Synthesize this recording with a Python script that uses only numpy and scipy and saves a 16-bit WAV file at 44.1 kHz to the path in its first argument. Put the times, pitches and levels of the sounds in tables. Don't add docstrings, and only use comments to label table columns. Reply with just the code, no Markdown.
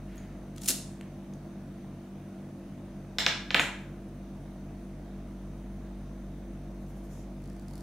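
import sys
import numpy as np
from scipy import signal
from scipy.fft import rfft, irfft
from scipy.io import wavfile
from scipy.ndimage import uniform_filter1d

SR = 44100
rng = np.random.default_rng(int(sys.argv[2]) if len(sys.argv) > 2 else 0)


def file_out(sig):
    cols = np.atleast_2d(sig).T
    lim = np.clip(cols, -1, 1)
    pcm = np.round(lim * 32767).astype(np.int16)
    wavfile.write(sys.argv[1], SR, pcm)


N = 344862

# (frequency [Hz], relative level [dB])
FLINT_SPECTRUM = [(300, -42), (600, -19), (1040, -13.5), (1860, -14), (2800, -6.5), (4000, -6), (5200, -4),
                  (7500, -3), (10500, -4.5), (12500, -10.5), (15700, -14.5)]
# (time [s], relative level [dB], tilt [dB/octave])
SHORT_SCRAPES = [(.155, -57, 12), (.168, -57, 12), (.5605, -50.5, 1), (.573, -53, -5), (.579, -45, -5),
                 (.6165, -43, 0), (.633, -43, -2), (.643, -44, 0.1), (.651, -48, 0.1), (.6575, -36, 0.1),
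                 (.6625, -38, 2.1), (.704, -32, -5)]
# (time [s], level [dB], contact frequency [Hz], second edge [dB], ring [dB],
# snap [dB], room feed [dB]); the last four are relative
IMPACTS = [(3.1847, -12.5, 3800, 4, -11, -18, 2.5), (3.1935, -28, 4500, -4, -17, -5, -4),
           (3.2639, -4, 3600, -7, -10.5, -26, -2.5), (3.5057, -13, 2900, -26, -14, -38, -5),
           (3.5135, -27.5, 4500, -4, -12, -21, -0.6), (3.545, -1.2, 2700, -27, -12.5, -25.5, -2.2),
           (3.5955, -3.5, 2300, -18.5, -18, -27, -7), (3.598, -24, 6630, -3, -25, -12, 5)]
# (frequency [Hz], relative level [dB], t60 before the damping limit [s])
BODY_MODES = [(290, -17, .06), (393, -17, .05), (559, -14, .06), (720, -7.5, 0.032), (876, -8, 0.049),
              (1010, -4.5, .025), (1150, -5, 0.021), (1348, -4, 0.022), (1660, 2, .025),
              (1858, -5.5, 0.022), (2190, 2, 0.021), (2610, -9, 0.014), (2900, 3, 0.0095),
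              (3350, -2, 0.011), (3800, -4, 0.007), (4670, -10.5, 0.0066), (5630, -4.5, 0.0081)]
# (frequency [Hz], relative level [dB])
SNAP_SPECTRUM = [(2000, -20), (5000, -6), (7200, 4.5), (8500, -3.5), (11000, -7.5), (16000, -9.5)]
# (time [s], click level [dB], ring level [dB], longest t60 in the grip [s])
HOOD_TICKS = [(0.179, -50, -48, .045), (1.011, -38, -64, .03), (1.336, -50, -51, .015),
              (3.5993, -51, -33, .035)]
# (frequency [Hz], relative level [dB], t60 before the grip's limit [s])
HOOD_MODES = [(4300, -10, .03), (6300, -1, .03), (6740, 0, .09), (10100, -15, .03), (14500, -18, .03)]
# (time [s], level [dB], frequency [Hz], t60 [s])
THUMB_THUD = (.698, -31, 250, .07)
# (time [s], level [dB], swell time [s], tilt [dB/octave])
GRIP_SHIFT = (.03, -62, .13, 0.5)
# (frequency [Hz], relative level [dB])
GRIP_SPECTRUM = [(700, -25), (1400, -3), (2100, -1), (3200, -9.5), (6000, -20), (16000, -30)]
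# (time [s], relative level [dB])
CREAK_SNAPS = [(7.4195, -61), (7.439, -59), (7.4574, -60), (7.4754, -59), (7.4989, -57.5), (7.5304, -61.5),
               (7.5645, -59), (7.5956, -56.5), (7.6224, -58.5), (7.682, -51), (7.7089, -56),
               (7.7353, -52.5), (7.7545, -52.5), (7.7782, -49.5), (7.8067, -50.5)]
# (frequency [Hz], relative level [dB])
CREAK_SPECTRUM = [(2500, -33), (3800, -9), (4600, 3), (5600, -6), (9500, -4.5), (12000, -10), (16000, -16)]
# (frequency [Hz], relative level [dB])
HISS_SPECTRUM = [(3000, -31.5), (4500, -10.5), (5400, -0.5), (7000, 0.5), (8500, -9), (10000, -3.5),
                 (11500, -14), (12800, -6.5), (16000, -22.5)]
# (time [s], level [dB])
SHAFT_LEVEL = [(0.1, -46.5), (0.87, -53), (1.8, -53), (2.44, -60), (2.96, -50.5), (4.62, -47.5),
               (5.7, -43.5), (7.7, -45)]
# (order, level [dB])
SHAFT_HARMONICS = [(2, -60), (3, -52.5), (4, -49), (5, -54.5), (6, -58), (7, -54.5), (8, -71), (9, -67),
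                   (11, -72), (12, -73), (13, -66), (14, -68)]
# (order, offset [multiple of the slip rate], level [dB], time of a crest [s])
MAINS_TONES = [(2, 1, -57, 4.143), (3, 1, -55.5, 4.141), (4, 1, -55, 4.019), (4, 2, -56, 3.939),
               (5, 2, -70, 4.025), (7, 1, -68.5, 3.996)]
# (order, level [dB])
FAN_HARMONICS = [(1, -68), (2, -68.5), (3, -64), (4, -68), (5, -67)]
# (frequency [Hz], level [dB])
FAINT_TONES = [(114.9, -69), (155.9, -68), (185.4, -62), (208.8, -65)]
# (frequency [Hz], relative level [dB])
PUFF_SPECTRUM = [(200, -35), (450, -7), (700, 1), (1200, -13.5), (2200, -16), (4000, -39)]
# (frequency [Hz], relative level [dB])
AIR_SPECTRUM = [(20, -22.5), (65, -17.5), (110, -15), (200, -9), (330, -13.5), (380, -20.5), (690, -19.5),
                (800, -27), (1500, -32.5), (3000, -40), (5200, -45), (7500, -48), (12000, -51),
                (16000, -52)]
# (frequency [Hz], width [Hz], height above it [dB])
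AIR_WHINES = [(3708, 150, 4), (5850, 240, 4.5), (6230, 250, 8.5), (8800, 250, 6.5), (9960, 500, 7),
              (14000, 540, 2), (15300, 150, 4.5)]
# (frequency [Hz], gain [dB])
SIDE_GAIN = [(500, -27), (2400, -18), (4400, -10), (8000, -7), (16000, -3)]
# (delay [s], relative level [dB])
WALL_ECHOES = [(.004, -2), (.0085, -8.5), (.013, -9), (.021, -8)]
# (frequency [Hz], t60 [s])
ROOM_DECAY = [(300, 0.45), (1300, 0.56), (3500, 0.46), (9000, 0.44), (16000, 0.21)]
# (frequency [Hz], coherence [0 to 1])
COHERENCE = [(60, 0.99), (180, 1.0), (550, 0.91), (1650, 0.72), (4970, 0.36), (15000, 0.11)]

SHAFT_HZ, SLIP_HZ, FAN_HZ = 48.2375, 3.635, 44.31
TIME = np.arange(N) / SR


def flint_wheel():
    drag_s, loose_s, peak_s, stop_s = .61, .676, .685, .717
    bite_s, tooth_period_s, bite_db = .6865, .0058, 4
    corners_s = [drag_s, loose_s - .002, loose_s, peak_s, stop_s]
    level_db = np.interp(TIME, corners_s, [-34, -26, -14, 0, -9], left=-120, right=-120)
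    level_db += bite_db * np.cos(2 * np.pi * (TIME - bite_s) / tooth_period_s) * (TIME > peak_s)
    whirl = gain_of(level_db - 23) * coloured(gritty(N, grit_db=3), FLINT_SPECTRUM, tilt_db=1.5)
    swell_s = .0024
    scrapes = [(s, db, swell_s, tilt_db) for s, db, tilt_db in SHORT_SCRAPES]
    return whirl + bursts(scrapes, FLINT_SPECTRUM, grit_db=3)


def table_impacts():
    direct, room_feed, t = np.zeros(N), np.zeros(N), np.arange(200) / SR
    most_cycles = 38
    for s, db, hz, edge_db, ring_db, snap_db, room_db in IMPACTS:
        cycles = hz * t - 1.5
        contact = np.sin(2 * np.pi * cycles) * np.exp(-(cycles / .55) ** 2)
        tilt_db = 11 * np.log2(hz / 2900)
        modes = [(f, mode_db + tilt_db * np.log2(f / 2000), min(t60, most_cycles / f))
                 for f, mode_db, t60 in BODY_MODES]
        snap = coloured(rng.standard_normal(len(t)), SNAP_SPECTRUM)
        snap *= gain_of(db + snap_db) * np.exp(-t / .002)
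        blow = np.zeros(SR // 5)
        add(blow, 0, -contact)
        add(blow, .00055, -gain_of(edge_db) * contact)
        add(blow, 1.5 / hz, gain_of(ring_db) * ring(modes, detune=.015, uneven_db=1.5)[:4000])
        add(direct, s, gain_of(db) * blow)
        add(direct, s + 1 / hz, gain_of(-5.5) * snap)
        add(room_feed, s, gain_of(db + room_db) * blow)
        add(room_feed, s + 1 / hz, gain_of(room_db) * snap)
    return direct, room_feed


def hood_ticks():
    out, age = np.zeros(N), np.arange(400) / SR / .0004
    for s, click_db, ring_db, longest_t60 in HOOD_TICKS:
        click = coloured(rng.standard_normal(len(age)), FLINT_SPECTRUM, tilt_db=-8.5)
        add(out, s, gain_of(click_db) * click * age * np.exp(1 - age))
        modes = [(hz, db, min(t60, longest_t60)) for hz, db, t60 in HOOD_MODES]
        add(out, s, gain_of(ring_db) * ring(modes, detune=.0045, uneven_db=0))
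    return out


def thumb_thud():
    out = np.zeros(N)
    s, db, hz, t60 = THUMB_THUD
    add(out, s, ring([(hz, db, t60), (1.4 * hz, db - 6, t60)], detune=.03, uneven_db=-1))
    return out


def grip_rustle():
    return bursts([GRIP_SHIFT], GRIP_SPECTRUM, grit_db=2.5)


def creak(swell_s=.0011):
    return bursts([(s, db, swell_s, 0) for s, db in CREAK_SNAPS], CREAK_SPECTRUM, grit_db=1.5)


def hiss():
    thin_s, crest_s, full_s, flutter_hz = 6.85, 6.975, 7.178, 13
    flutter_db = 5 * np.cos(2 * np.pi * flutter_hz * (TIME - crest_s))
    fade = np.interp(TIME, [thin_s - .08, thin_s, full_s - .05, full_s], [0, 1, 1, 0])
    thin = gain_of(-65 + flutter_db) * fade
    full = gain_of(-58.5) * np.exp(-((TIME - full_s) / .07) ** 2)

    def spectrum_db(hz, t):
        tilt_db = np.clip(45 * (full_s - t), -9, 9) * (abs(t - full_s) < .5)
        return curve_at(HISS_SPECTRUM, hz) + tilt_db * np.log2((hz + 50) / 10000)
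    return (thin + full) * diffuse_noise(spectrum_db, size=256)


def compressor_hum():
    phases = rng.random(20)

    def cycles(order):
        return round(order) * SHAFT_HZ * TIME + phases[round(order)]
    fundamental = tone(np.interp(TIME, *np.transpose(SHAFT_LEVEL)), cycles(1))
    harmonics = sum(tone(db, cycles(order)) for order, db in SHAFT_HARMONICS)
    mains = sum(tone(db, cycles(order) + round(slips) * SLIP_HZ * (TIME - crest_s))
                for order, slips, db, crest_s in MAINS_TONES)
    return fundamental + harmonics + mains


def compressor_valve():
    turns = SHAFT_HZ * TIME
    strength = gain_of(1.9 * rng.standard_normal(int(turns[-1]) + 1))[turns.astype(int)]
    puffs = uniform_filter1d(strength * np.exp(-(turns % 1) / .4), 40)
    gas = diffuse_noise(lambda hz, t: curve_at(PUFF_SPECTRUM, hz), size=1024)
    return gain_of(-64) * unit_rms(puffs) * gas


def fan_hum():
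    partials = [(round(order) * FAN_HZ, db) for order, db in FAN_HARMONICS] + FAINT_TONES
    return sum(tone(db, hz * TIME + rng.random()) for hz, db in partials)


def fan_air():
    def spectrum_db(hz, t):
        patches = rng.standard_normal((len(t), len(hz))).T
        patches = uniform_filter1d(uniform_filter1d(patches, 20, axis=0), 8, axis=1)
        whines = sum(db / (1 + (2 * (hz - f) / width) ** 2) for f, width, db in AIR_WHINES)
        return curve_at(AIR_SPECTRUM, hz) + whines + 1.1 * unit_rms(patches)
    return gain_of(-49.5) * diffuse_noise(spectrum_db, size=2048)


def stereo_width(x):
    hz = np.fft.rfftfreq(N, 1 / SR)
    taps = rng.standard_normal(60)
    response = rfft(taps / np.linalg.norm(taps), N) * gain_of(curve_at(SIDE_GAIN, hz))
    side = irfft(rfft(x) * response, N)
    return np.array([x + side, x - side])


def room(x):
    hz, spectra = diffuse_spectra(SR // 64, size=256, apart=.75)
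    t = np.arange(spectra.shape[2]) * 64 / SR
    decay = gain_of(-60 * t / curve_at(ROOM_DECAY, hz)[:, None])
    tail = signal.istft(spectra * decay, nperseg=256, noverlap=192)[1]
    tail *= np.clip((np.arange(tail.shape[1]) / SR - .002) / .012, 0, 1)
    tail /= np.linalg.norm(tail[0])
    for s, db in WALL_ECHOES:
        for side in tail:
            add(side, s + rng.uniform(0, .0002), gain_of([db - 7]))
    return signal.fftconvolve(x[None], tail, axes=1)[:, :N]


def ring(modes, detune, uneven_db):
    t = np.arange(SR // 5) / SR
    sines = np.zeros(len(t))
    for hz, db, t60 in modes:
        pitch_shift, level_shift = rng.standard_normal(2)
        decay = gain_of(db + uneven_db * level_shift - 60 * t / t60)
        sines += decay * np.sin(2 * np.pi * hz * (1 + detune * pitch_shift) * t)
    return sines * (1 - np.exp(-(t / .00039) ** 2))


def bursts(rows, spectrum, grit_db):
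    out, t = np.zeros(N), np.arange(SR // 2) / SR
    for s, db, swell_s, tilt_db in rows:
        envelope = (t / swell_s * np.exp(1 - t / swell_s)) ** 2
        add(out, s, gain_of(db) * coloured(gritty(len(t), grit_db), spectrum, tilt_db) * envelope)
    return out


def gritty(count, grit_db):
    return rng.standard_normal(count) * gain_of(grit_db * np.minimum(rng.exponential(1, count), 5))


def diffuse_spectra(frames, size, apart=1.):
    hz = np.fft.rfftfreq(size, 1 / SR)
    a, b, c, d = rng.standard_normal((frames, len(hz), 4)).T
    coherence = np.clip(curve_at(COHERENCE, hz), 0, 1)[:, None] ** apart
    mid = np.sqrt(1 + coherence) * (a + 1j * b)
    side = np.sqrt(1 - coherence) * (c + 1j * d)
    return hz, np.array([mid + side, mid - side])


def diffuse_noise(spectrum_db, size):
    hz, spectra = diffuse_spectra(4 * N // size + 5, size)
    t = np.arange(spectra.shape[2]) * size / 4 / SR
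    spectra *= gain_of(spectrum_db(hz[:, None], t))
    return unit_rms(signal.istft(spectra, nperseg=size, noverlap=3 * size // 4)[1][:, :N])


def coloured(x, spectrum, tilt_db=0.):
    hz = np.fft.rfftfreq(len(x), 1 / SR)
    level_db = curve_at(spectrum, hz) + tilt_db * np.log2((hz + 50) / 6000)
    return unit_rms(irfft(rfft(x) * gain_of(level_db), len(x)))


def curve_at(points, hz):
    f, value = np.transpose(points)
    return np.interp(np.log(hz + 1), np.log(f + 1), value)


def tone(rms_db, cycles):
    return np.sqrt(2) * gain_of(rms_db) * np.cos(2 * np.pi * cycles)


def gain_of(db):
    return 10 ** (np.asarray(db) / 20)


def unit_rms(x):
    return x / np.sqrt(np.mean(x ** 2) + 1e-20)


def add(mix, s, sound):
    part = mix[round(s * SR):][:len(sound)]
    part += sound[:len(part)]


def scene():
    strike = flint_wheel()
    handling = hood_ticks() + thumb_thud() + grip_rustle()
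    snaps = creak()
    impacts, impact_feed = table_impacts()
    balance = gain_of([[.3], [-.3]])
    direct = stereo_width(strike + snaps) * balance + handling + impacts
    reverberant = room(gain_of(-6.8) * (strike + handling) + gain_of(-3) * snaps + impact_feed)
    machines = compressor_hum() + fan_hum() + fan_air() + compressor_valve()
    return direct + reverberant + machines + hiss()


def record(dry):
    lowpass = signal.firwin(1023, 15800, window=("kaiser", 9), fs=SR)
    return signal.oaconvolve(dry, lowpass[None], "same")


dry = scene()
out = record(dry)
file_out(out)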